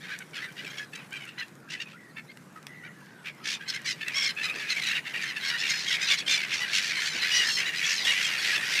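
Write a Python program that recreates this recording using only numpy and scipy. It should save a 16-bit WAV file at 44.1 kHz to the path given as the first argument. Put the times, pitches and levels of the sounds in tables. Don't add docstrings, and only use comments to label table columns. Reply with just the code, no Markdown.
import sys
import numpy as np
from scipy import signal
from scipy.fft import rfft, irfft
from scipy.io import wavfile
from scipy.ndimage import uniform_filter1d

SR = 44100
rng = np.random.default_rng(int(sys.argv[2]) if len(sys.argv) > 2 else 0)


def log_audio(samples):
    frames = np.atleast_2d(samples).T
    limited = np.clip(frames, -1, 1)
    pcm = np.round(limited * 32767).astype(np.int16)
    wavfile.write(sys.argv[1], SR, pcm)


def invert_db(x):
    u = np.asarray(x, float) / 20
    return 10 ** u


N = 388080

# (fast pitch jitter/share, slow pitch wander/share, breath/0-1,
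#                      half-pitch pulses/dB, pitch rise in each rattle beat/share)
CLEAR_VOICE = (.015, .016, .17, -12, .04)
HOARSE_VOICE = (.026, .04, .42, -7, .06)
SCREECH_VOICE = (.04, .03, .65, -6, .06)


def evened(x):
    return x / np.sqrt(np.mean(x ** 2) + 1e-20)


def add(mix, s, sound):
    part = mix[max(round(s * SR), 0):][:len(sound)]
    part += sound[:len(part)]


def read(points, hz, axis=1):
    columns = np.transpose(points)
    return np.interp(np.log(hz + 1), np.log(columns[0] + 1), columns[axis])


def cry(row, voice, glide, chance):
    # f/Hz, level/dB, share of the beak opening
    head = [(477, -29, 0), (1000, -18, 0), (1634, 3.5, 0.078), (2600, 2.5, 0.11), (3950, 2, 0.42),
            (5790, -2, 0.61), (7910, -12, 0.52), (11600, -21.5, 0.27), (15600, -28, 0)]
    rattle_hz, rattle_depth = 76.18, .68
    throat_width_hz, throat_db = 356, 6.5
    start, length, db, pitch_hz, throat_hz, beak_db = row
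    jitter, wander, breath, half_db, sweep = voice
    progress = np.linspace(0, 1, min(int(length * SR), chance.shape[1]))
    wobble, drift, air = chance[:, :len(progress)]
    effort = np.clip(np.sin(np.pi * progress ** .8) * 1.3, 0, 1) ** 1.3
    gape = abs(np.sin(np.pi * progress ** .85)) ** 1.5

    def colour(hz, beak_db):
        throat = throat_db * np.exp(-.5 * ((hz - throat_hz) / throat_width_hz) ** 2)
        return invert_db(read(head, hz) + beak_db * read(head, hz, axis=2) + throat)

    rate = rattle_hz * (1 + .15 * air[0] + .3 * evened(uniform_filter1d(drift, size=500)))
    beat, rattle = np.divmod(np.cumsum(rate) / SR + air[1] % 1, 1)
    beat = beat.astype(int)

    slow = evened(uniform_filter1d(uniform_filter1d(wobble, size=900), size=600))
    arch = 0.0656 * min(0.0903 / length, 1) * (np.sin(np.pi * progress) - .8)
    bend = glide * (progress - .5) + arch + wander * slow + jitter * wobble[beat]
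    quick = jitter * evened(uniform_filter1d(wobble, size=80))
    hz = pitch_hz * (1 + bend + sweep * (rattle - .5) + quick)

    orders = np.r_[1:17, 1.5:7][:, None]
    turns = 14 * length * progress[::32] * drift[:len(orders), None]
    swell_db = 6.05 * np.sin(2 * np.pi * (air[:len(orders), None] + turns))
    order_db = -1.5 * np.maximum(orders - 6, 0) + half_db * (orders % 1 > 0) - 7.2 * (orders == 1)
    strength = colour(orders * hz[::32], beak_db - 16 * (1 - gape[::32])) * invert_db(order_db + swell_db)
    strength = strength.repeat(32, axis=1)[:, :len(hz)]
    phase = 2 * np.pi * np.cumsum(hz) / SR + orders * air[2]
    tone = (strength * np.cos(orders * phase)).sum(0)

    bins_hz = np.fft.rfftfreq(len(hz), 1 / SR)
    shut = irfft(rfft(air) * colour(bins_hz, beak_db - 16), len(hz))
    wide = irfft(rfft(air) * colour(bins_hz, beak_db + 2.5), len(hz))
    hiss = shut + gape ** 2 * (wide - shut)

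    chop = 1 - rattle_depth * np.cos(np.pi * rattle) ** 2
    chop *= uniform_filter1d(invert_db(0.4 * drift[beat]), size=100)
    voiced = np.sqrt(1 - breath) * evened(tone) + np.sqrt(breath) * effort * evened(hiss)
    return start, invert_db(db) * evened(chop * voiced) * effort


def near_gulls():
    # t/s, length/s, level/dB, pitch/Hz, beak opening as treble/dB
    deep_cries = [(.002, 0.3, -44.5, 1155, -19), (.082, 0.085, -37, 784, -20),
                  (.197, 0.042, -43.5, 742, -37), (.337, 0.16, -40, 916, -25),
                  (.47, 0.073, -48.5, 754, -21), (.681, 0.18, -47.5, 1065, -9), (.781, 0.07, -40, 840, -25),
                  (.935, 0.084, -46, 1323, -37), (1.399, 0.049, -42, 800, -21),
                  (2.831, 0.067, -45.5, 740, -33), (3.595, 0.06, -42, 839, -18),
                  (3.844, 0.043, -35, 1134, 14), (3.859, 0.085, -32, 1037, 13),
                  (5.226, 0.12, -36, 1038, -6), (5.415, 0.13, -32.5, 1062, -4),
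                  (5.475, 0.13, -33, 959, -28), (5.685, 0.047, -28, 1043, 14),
                  (6.109, 0.062, -29.5, 1109, 6), (7.4, 0.14, -35, 938, 26), (7.81, 0.3, -33.5, 1110, 46)]
    low_cries = [(0.41, 0.078, -51, 983, -13), (1.712, 0.056, -36.5, 1000, -42),
                 (2.159, 0.055, -40.5, 894, -34), (2.283, 0.049, -49.5, 1032, -32),
                 (3.25, 0.056, -44, 1263, -40), (3.73, 0.056, -36, 1086, -7),
                 (4.058, 0.064, -33.5, 1278, -48), (4.422, 0.13, -34, 1240, -31),
                 (4.692, 0.063, -33, 1263, 6), (4.742, 0.062, -37, 1076, -9),
                 (5.055, 0.0434, -37.5, 903, -19), (5.934, 0.043, -31, 1102, -9),
                 (5.999, 0.086, -31.5, 1209, 11), (6.927, 0.24, -33, 736, 0), (7.111, 0.12, -35, 756, 16),
                 (7.645, 0.074, -31, 990, -14)]
    middle_cries = [(0.329, 0.039, -42.5, 740, -13), (1.855, 0.042, -49, 1250, -28),
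                    (0.965, 0.07, -54, 793, -18), (4.359, 0.1, -33, 890, -24),
                    (4.578, 0.26, -39.5, 842, -15), (4.822, 0.19, -33, 897, -24),
                    (4.972, 0.028, -30.5, 947, -34), (5.12, 0.21, -41.5, 918, -23),
                    (5.585, 0.23, -31.5, 924, -2), (6.268, 0.17, -29.5, 1167, 0),
                    (6.468, 0.25, -36, 893, 5), (6.767, 0.22, -33, 928, 8), (7.197, 0.21, -33, 859, 1),
                    (7.55, 0.15, -37.5, 935, -3), (7.715, 0.16, -31.5, 1002, -3),
                    (8.104, 0.21, -30.5, 957, -8), (8.244, 0.2, -31, 918, -9),
                    (8.413, 0.19, -29.5, 940, -3), (8.682, 0.18, -30, 892, 8)]
    nasal_cries = [(1.766, 0.03, -46, 860, -20), (0.914, 0.069, -50, 890, -19),
                   (1.11, 0.094, -40.5, 785, -26), (1.266, 0.049, -49, 896, -13),
                   (1.79, 0.059, -37, 919, -7), (3.849, 0.11, -34.5, 963, -1),
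                   (4.003, 0.045, -34, 889, -22), (5.135, 0.046, -34, 924, -33),
                   (5.206, 0.056, -35, 902, -5), (5.355, 0.038, -34.5, 876, -26),
                   (5.645, 0.035, -38, 807, -18), (6.255, 0.14, -27.5, 1053, 13), (7.31, 0.17, -31, 968, 6),
                   (7.815, 0.14, -33.5, 916, -11), (8.1, 0.061, -29, 1096, -5),
                   (8.53, 0.074, -29.5, 905, -11)]
    sharp_cries = [(.352, 0.051, -38.5, 841, -7), (0.555, 0.078, -43, 958, -15),
                   (4.594, 0.051, -42.5, 868, -25), (0.767, 0.043, -39, 1125, -6),
                   (3.513, 0.057, -38, 1240, 11), (4.202, 0.09, -36, 1180, -20),
                   (5.844, 0.14, -31, 1084, 8), (5.899, 0.075, -28.5, 981, -11),
                   (6.069, 0.068, -28.5, 940, -17), (6.096, 0.052, -24, 1156, -9),
                   (6.941, 0.044, -38, 1013, 16), (7.831, 0.036, -33, 1090, -10),
                   (8.039, 0.12, -27, 937, -5), (8.034, 0.067, -29, 1065, -2), (8.198, 0.12, -31, 1072, 24),
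                   (8.7, 0.047, -39, 1180, 9)]
    shrill_cries = [(1.369, 0.077, -35, 980, -63), (1.378, 0.042, -40.5, 1012, 2),
                    (3.649, 0.17, -40, 1018, -22), (4.279, 0.047, -34, 1034, -12),
                    (4.42, 0.06, -31.5, 1000, -3), (4.683, 0.066, -31, 1018, -3),
                    (4.8, 0.17, -35, 1308, -7), (4.941, 0.054, -34.5, 742, -22),
                    (5.365, 0.23, -38.5, 973, -7), (5.569, 0.075, -33.5, 870, 22),
                    (5.724, 0.28, -39, 955, 12), (6.045, 0.14, -32.5, 1030, 12),
                    (6.162, 0.062, -32.5, 1148, 7), (6.628, 0.28, -39.5, 936, 3),
                    (7.05, 0.055, -32.5, 1120, 21), (7.182, 0.11, -32, 1000, -21),
                    (7.331, 0.079, -36, 1050, 14), (7.459, 0.15, -34.5, 1077, 19),
                    (7.959, 0.11, -34, 1000, 7), (8.373, 0.15, -32.5, 1100, 3)]
    piercing_cries = [(.546, 0.27, -46.5, 783, -30), (1.136, 0.21, -51.5, 745, -58),
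                      (3.44, 0.074, -39, 912, -34), (3.515, 0.073, -50, 1085, -13),
                      (3.675, 0.047, -33.5, 1047, 4), (4.13, 0.12, -30, 1093, -1),
                      (4.2, 0.12, -30, 1069, 9), (6.523, 0.042, -29.5, 1090, 3),
                      (7.291, 0.14, -30.5, 964, 22), (7.842, 0.14, -34, 1125, -30),
                      (8.61, 0.17, -33.5, 932, -14)]
    screeches = [
        (1.682, 0.1, -42, 896, 12),
        (1.859, 0.12, -54.5, 846, -7),
        (3.238, 0.084, -40, 1140, -21),
        (3.425, 0.17, -34.5, 1174, 11),
        (6.711, 0.12, -27, 1095, 8.5),
    ]
    throats_hz = 1590, 2040, 2470, 2720, 3170, 4050, 5560
    sag = -0.03556
    out = np.zeros(N)
    sizes = (deep_cries, low_cries, middle_cries, nasal_cries, sharp_cries, shrill_cries, piercing_cries)
    for rows, throat_hz in zip(sizes, throats_hz):
        chances = rng.standard_normal((len(rows), 3, 10000))
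        for (s, length, db, hz, beak_db), chance in zip(rows, chances):
            voice = [np.interp(length, (.125, .19), pair) for pair in zip(CLEAR_VOICE, HOARSE_VOICE)]
            add(out, *cry((s, length, db, hz, throat_hz, beak_db), voice, sag, chance))
    chances = rng.standard_normal((len(screeches), 3, 10000))
    for (s, length, db, hz, beak_db), chance in zip(screeches, chances):
        add(out, *cry((s, length, db, hz, 2700, beak_db), SCREECH_VOICE, sag, chance))
    return out


def yaps():
    # t/s, length/s, level/dB, pitch/Hz, loudest f/Hz
    bright_yaps = [(.348, 0.03, -47, 900, 3500), (.644, 0.012, -41, 867, 2600),
                   (.661, 0.026, -41, 765, 2350), (.696, 0.024, -45.5, 797, 3200),
                   (.929, .018, -41, 874, 2650), (.948, 0.021, -42.5, 780, 2660),
                   (1.158, 0.023, -43.5, 782, 3100), (1.272, 0.028, -48, 895, 2700),
                   (4.698, 0.014, -52, 1030, 4140), (4.716, 0.014, -35, 1314, 2600),
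                   (6.602, 0.014, -54, 1110, 4500), (6.618, 0.019, -39, 1123, 4500),
                   (6.822, .014, -37, 1110, 4450), (6.838, .014, -39, 1120, 4450),
                   (4.744, .015, -43, 1000, 4050), (4.817, 0.014, -35.5, 1000, 4000),
                   (4.834, 0.0154, -36, 1000, 4000), (4.862, 0.037, -37, 967, 3880),
                   (4.553, 0.018, -40, 854, 2550), (5.478, 0.032, -39, 1100, 5480),
                   (8.378, 0.029, -38, 1107, 4440), (8.044, .026, -30.5, 1140, 3420),
                   (3.68, 0.014, -36.5, 1076, 4280), (3.695, 0.016, -32.5, 1080, 4300),
                   (5.697, 0.0099, -30, 1066, 5380), (5.716, 0.012, -38, 1060, 5350)]
    mellow_yaps = [(2.555, 0.03, -47.5, 639, 1330), (4.477, 0.014, -45, 1300, 2520),
                   (4.493, 0.013, -31.5, 1258, 2520), (4.76, 0.02, -30.5, 1137, 2220),
                   (4.777, 0.011, -34, 1110, 2210), (4.794, 0.012, -32, 1070, 2120),
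                   (4.905, 0.022, -32, 904, 2680), (5.066, 0.015, -36.5, 937, 1870),
                   (5.135, 0.014, -37, 925, 2800), (5.152, 0.012, -40, 920, 2760),
                   (5.168, 0.018, -38, 910, 2750), (5.232, 0.019, -34, 914, 1820),
                   (5.36, .014, -35, 880, 2670), (5.374, .016, -40, 890, 2660),
                   (5.535, 0.034, -37, 916, 1920), (7.214, 0.03, -31, 1000, 4000),
                   (7.41, 0.05, -38, 927, 1900), (7.49, 0.034, -34.5, 934, 2800),
                   (7.572, 0.04, -37.5, 997, 2020), (7.655, 0.044, -37, 979, 3920),
                   (7.672, 0.036, -40, 1000, 2020), (4.53, 0.016, -47, 830, 1660),
                   (4.598, 0.015, -39, 870, 2580), (4.945, 0.032, -34, 931, 2790),
                   (5.495, 0.02, -34, 974, 2910), (8.066, 0.033, -31.5, 953, 2850),
                   (7.835, .025, -37, 1116, 3330), (8.545, .022, -33, 1306, 2600)]
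    held_yaps = [(7.31, .135, -30.5, 965, 2800), (7.465, .15, -35, 1062, 5700), (5.7, .12, -40, 850, 5620),
                 (7, 0.13, -41.5, 1040, 4600), (9.9, 0.045, -37, 1200, 3200), (8.59, 0.053, -40, 910, 2200),
                 (1.2, 0.049, -47, 740, 2800), (.8, .057, -50.5, 850, 2100), (.42, 0.05, -43.5, 1000, 1870),
                 (6.275, 0.0835, -31.5, 1190, 2700), (5.945, 0.034, -37, 1200, 2240),
                 (6.082, .022, -30, 1300, 2600), (6.1, 0.0504, -30.5, 1110, 1800),
                 (5.91, .03, -34.5, 880, 3600), (7.335, 0.082, -37.5, 985, 1800),
                 (6.6, 0.057, -34, 980, 2600), (4.155, .048, -35.5, 1100, 1600),
                 (4.215, 0.066, -36, 1110, 2000), (6.965, .04, -36, 1030, 1600)]
    arch, sag, jitter = 0.029, -0.0305, .007
    rattle_hz, rattle_depth, breath_share = 62, .8, .38
    out, orders = np.zeros(N), np.arange(1, 17)[:, None]
    for rows, slope_db in ((bright_yaps, -17.5), (mellow_yaps, -23.5), (held_yaps, -25)):
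        chances = rng.standard_normal((len(rows), len(orders), 7000))
        for (s, length, db, pitch_hz, top_hz), chance in zip(rows, chances):
            progress = np.linspace(0, 1, min(int(length * SR), chance.shape[1]))
            shake = jitter * evened(uniform_filter1d(chance[0], size=120))[:len(progress)]
            hz = pitch_hz * (1 + arch * (np.sin(np.pi * progress) - .7) + sag * (progress - .5) + shake)

            octaves = np.log2(orders * pitch_hz / top_hz)
            throat_db = np.where(octaves > 0, slope_db * abs(octaves) ** 0.52, 19 * octaves)
            air_db = -14 * np.maximum(np.log2(orders * pitch_hz / 7300), 0)
            uneven_db = 4.3 * chance[:, :1] * (abs(octaves) > .1)
            strength = invert_db(throat_db - 24 * (orders == 1) + air_db + uneven_db)

            breath = 1 + breath_share * 6 * uniform_filter1d(chance, size=40, axis=1)[:, :len(hz)]
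            phase = orders * 2 * np.pi * np.cumsum(hz) / SR + 3 * chance[:, 1:2]
            tone = (strength * breath * np.cos(phase)).sum(0)
            beats = max(round(length * rattle_hz), 1)
            chop = 1 - rattle_depth * (beats > 1) * np.cos(np.pi * beats * progress) ** 4
            fade = signal.windows.tukey(len(hz), min(0.02 / length, .9))
            add(out, s, invert_db(db + 3.5) * evened(tone * chop) * fade)
    return out


def mews():
    # t/s, length/s, level/dB, first pitch/Hz, last pitch/Hz
    whistles = [(1.95, 0.18, -56, 1980, 1840), (1.93, 0.047, -51.5, 1260, 1500),
                (1.6, 0.094, -60, 1500, 1300), (2.665, .275, -50.5, 1960, 1900),
                (3.3, 0.122, -59, 2200, 1900), (1.675, 0.043, -49.5, 1550, 1700),
                (.868, .045, -67, 3800, 3900), (2.095, .03, -65, 4500, 3880), (3.4, 0.042, -52, 1300, 1200),
                (2.275, 0.051, -60, 3600, 4800), (2.92, 0.37, -58, 1700, 1420),
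                (7.965, 0.135, -40, 4400, 2650)]
    out = np.zeros(N)
    for s, length, db, from_hz, to_hz in whistles:
        t = np.arange(0, length, 1 / SR)
        arch = 1 + 0.022 * np.sin(np.pi * np.sqrt(t / length))
        hz = (from_hz + (to_hz - from_hz) * t / length) * arch
        flutter = 1 + 0.03 * evened(uniform_filter1d(rng.standard_normal(SR)[:len(t)], 150))
        rattle = 1 + 0.67 * np.sin(2 * np.pi * 75 * t)
        tone = np.sin(2 * np.pi * np.cumsum(hz * flutter) / SR) * rattle
        add(out, s, invert_db(db) * evened(tone) * signal.windows.tukey(len(t), .3))
    return out


def clacks_and_bubbles():
    # t/s, peak level/dB, centre f/Hz
    clacks = [(.013, -35, 6000), (.189, -21.5, 5860), (.268, -53, 5500), (0.524, -32, 6500),
              (1.0654, -48, 5950), (1.2533, -31, 4800), (1.482, -36, 2180), (1.554, -37, 6000),
              (2.3726, -34, 1600), (2.628, -37, 2500), (2.668, -24, 2600), (3.818, -29, 7100),
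              (3.96, -38, 5000), (4.0826, -16, 2600), (4.351, -36, 5000), (.31, -39, 5540),
              (.575, -49, 7000), (1.108, -33, 6000), (1.13, -25, 8000), (1.225, -46, 6000),
              (1.917, -44, 3000), (2.317, -43, 3200), (2.508, -52, 4000), (3.06, -40, 5000)]
    # t/s, level/dB, start f/Hz, end f/Hz, length/s
    bubbles = [
        (2.022, -60, 850, 1200, .022),
        (3.008, -53, 650, 1250, .032),
    ]
    out, t = np.zeros(N), np.arange(300) / SR
    for (s, db, hz), snap in zip(clacks, rng.standard_normal((len(clacks), 300))):
        ring = np.sin(2 * np.pi * hz * t) * np.exp(-t * hz / 0.33)
        ring = 0.49 * np.gradient(ring) * SR / (2 * np.pi * hz)
        ring = uniform_filter1d(ring, size=3)
        echo = np.convolve(ring, snap * np.exp(-t / 0.0016))
        add(out, s, invert_db(db) * (np.pad(ring, (0, 299)) + 0.76 * echo))
    for s, db, from_hz, to_hz, length in bubbles:
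        hz = np.linspace(from_hz, to_hz, int(length * SR))
        tone = np.sin(2 * np.pi * np.cumsum(hz) / SR)
        add(out, s, invert_db(db + 1) * tone * np.hanning(len(hz)))
    return out


def hush_db(t):
    # t/s, change/dB, half length/s
    lulls = [
        (0.877, -17, 0.14),
        (1.6, 3, 0.14),
        (3.94, -12, 0.13),
        (4.347, -21, 0.053),
        (5.023, -23, 0.038),
        (6.248, -14, 0.12),
        (7.11, -12, 0.049),
        (7.709, -10.5, 0.12),
    ]
    return sum(db * np.maximum(1 - abs(t - s) / half, 0) for s, db, half in lulls)


def far_flock(count=100):
    # t/s, level/dB
    clamour = [(0, -36), (.3, -61), (1.2, -41), (2, -82), (2.6, -60), (3.35, -51), (3.7, -42), (4.1, -31.5),
               (4.5, -33.5), (4.8, -25), (4.97, -29), (5.5, -35.5), (6.3, -21), (6.6, -27), (7.3, -26),
               (7.7, -20.5), (8.4, -27.5), (8.8, -19)]
    out = np.zeros(N)
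    for k, (when, long, loud, high, throat) in enumerate(rng.random((count, 5))):
        start = (k + when - 1) * N / SR / (count - 1)
        row = (start, .09 + .12 * long, 5 * loud, 800 + 380 * high, 1600 + 1200 * throat, -13)
        add(out, *cry(row, HOARSE_VOICE, -0.0636, rng.standard_normal((3, 10000))))
    t = np.arange(N) / SR
    return evened(out) * invert_db(np.interp(t, *np.transpose(clamour)) + hush_db(t) - 9.5)


def water(stir_db):
    # f/Hz, level/dB
    rumble_tint = [(25, -34), (80, -24), (100, -15.5), (144, 0.5), (200, -3), (250, -7), (400, -12),
                   (600, -20), (1500, -86)]
    # f/Hz, level/dB
    wash_tint = [(150, -16), (300, 2.5), (630, 0.5), (1000, 1.5), (1600, 3.5), (3200, -11), (6300, -15),
                 (10000, -17.5), (15000, -25)]
    # t/s, spray level/dB
    wings = [
        (0, -70.5),
        (.7, -67.5),
        (1.7, -74.5),
        (3.2, -73.5),
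        (4.4, -63.5),
        (5.9, -62),
        (7.2, -59.5),
        (8.8, -54),
    ]
    frames, hz = N // 128 + 5, np.fft.rfftfreq(512, 1 / SR)[:, None]
    a, b, patches = rng.standard_normal((frames, 257, 3)).T
    patches = 2.4 * evened(uniform_filter1d(uniform_filter1d(patches, 8, 0), 20, 1))
    at = np.arange(frames) * 128
    spray_db = np.interp(at / SR, *np.transpose(wings))
    splash_db = -61 + 0.66 * (spray_db - spray_db.mean())
    high = np.clip(np.log(hz / 1200 + 1e-9) / np.log(6), 0, 1)
    drops_db = 1.3 * high * rng.exponential(1, frames)
    thrash_db = .43 * np.interp(at, np.arange(N), stir_db)
    treble_db = high * (spray_db - splash_db + 11 + thrash_db)
    z = (a + 1j * b) * invert_db(read(wash_tint, hz) + patches + drops_db + splash_db + treble_db)
    wash = invert_db(42.0) * signal.istft(z, nperseg=512, noverlap=384)[1][:N] / 256
    tint = invert_db(read(rumble_tint, np.fft.rfftfreq(N, 1 / SR)))
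    rumble = irfft(rfft(rng.standard_normal(N)) * tint, N)
    return wash + evened(rumble) * invert_db(-53.5)


def puffs():
    # t/s, level/dB, length/s
    gusts = [
        (0.587, -48.5, 0.1),
        (4.517, -47, 0.091),
        (7.122, -43.5, 0.076),
    ]
    out, band = np.zeros(N), signal.butter(2, [170, 520], "band", fs=SR, output="sos")
    for (s, db, length), air in zip(gusts, rng.standard_normal((len(gusts), SR // 4))):
        n = int(length * SR)
        add(out, s, invert_db(db) * evened(signal.sosfilt(band, air))[:n] * np.hanning(n))
    return out


def banks(x):
    t = np.arange(SR // 3) / SR
    sparse = rng.standard_normal(len(t)) * (rng.random(len(t)) < .05)
    fade = invert_db(-60 * t / 0.077) + invert_db(-18 - 60 * t / 0.26)
    tail = uniform_filter1d(sparse * fade * (t > .004), 4)
    return signal.oaconvolve(x, tail / np.linalg.norm(tail))[:N]


def scene():
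    near = near_gulls() + yaps()
    birds = near + mews() + clacks_and_bubbles()
    flock = far_flock()
    no_bass = signal.butter(2, 300, "high", fs=SR, output="sos")
    birds, flock = signal.sosfilt(no_bass, [birds, flock])
    loud = uniform_filter1d(near ** 2, size=1500) + invert_db(-86)
    stir_db = 10 * np.log10(abs(loud / uniform_filter1d(loud, size=SR)))
    echoes = invert_db(-15.5) * banks(birds + 0.5 * flock)
    return (birds + echoes + flock + water(stir_db) + puffs())[None]


def band_limit(x):
    return signal.sosfilt(signal.butter(12, 15170, fs=SR, output="sos"), x)


def record(dry):
    overload = 0.37
    thin = signal.sosfilt(signal.butter(1, 30, "high", fs=SR, output="sos"), dry)
    rounded = overload * np.tanh(thin / overload)
    edge = signal.firwin(255, 15450, window=("kaiser", 8), fs=SR)[None]
    return band_limit(signal.oaconvolve(rounded, edge, "same"))


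dry = scene()
out = record(dry)
log_audio(out)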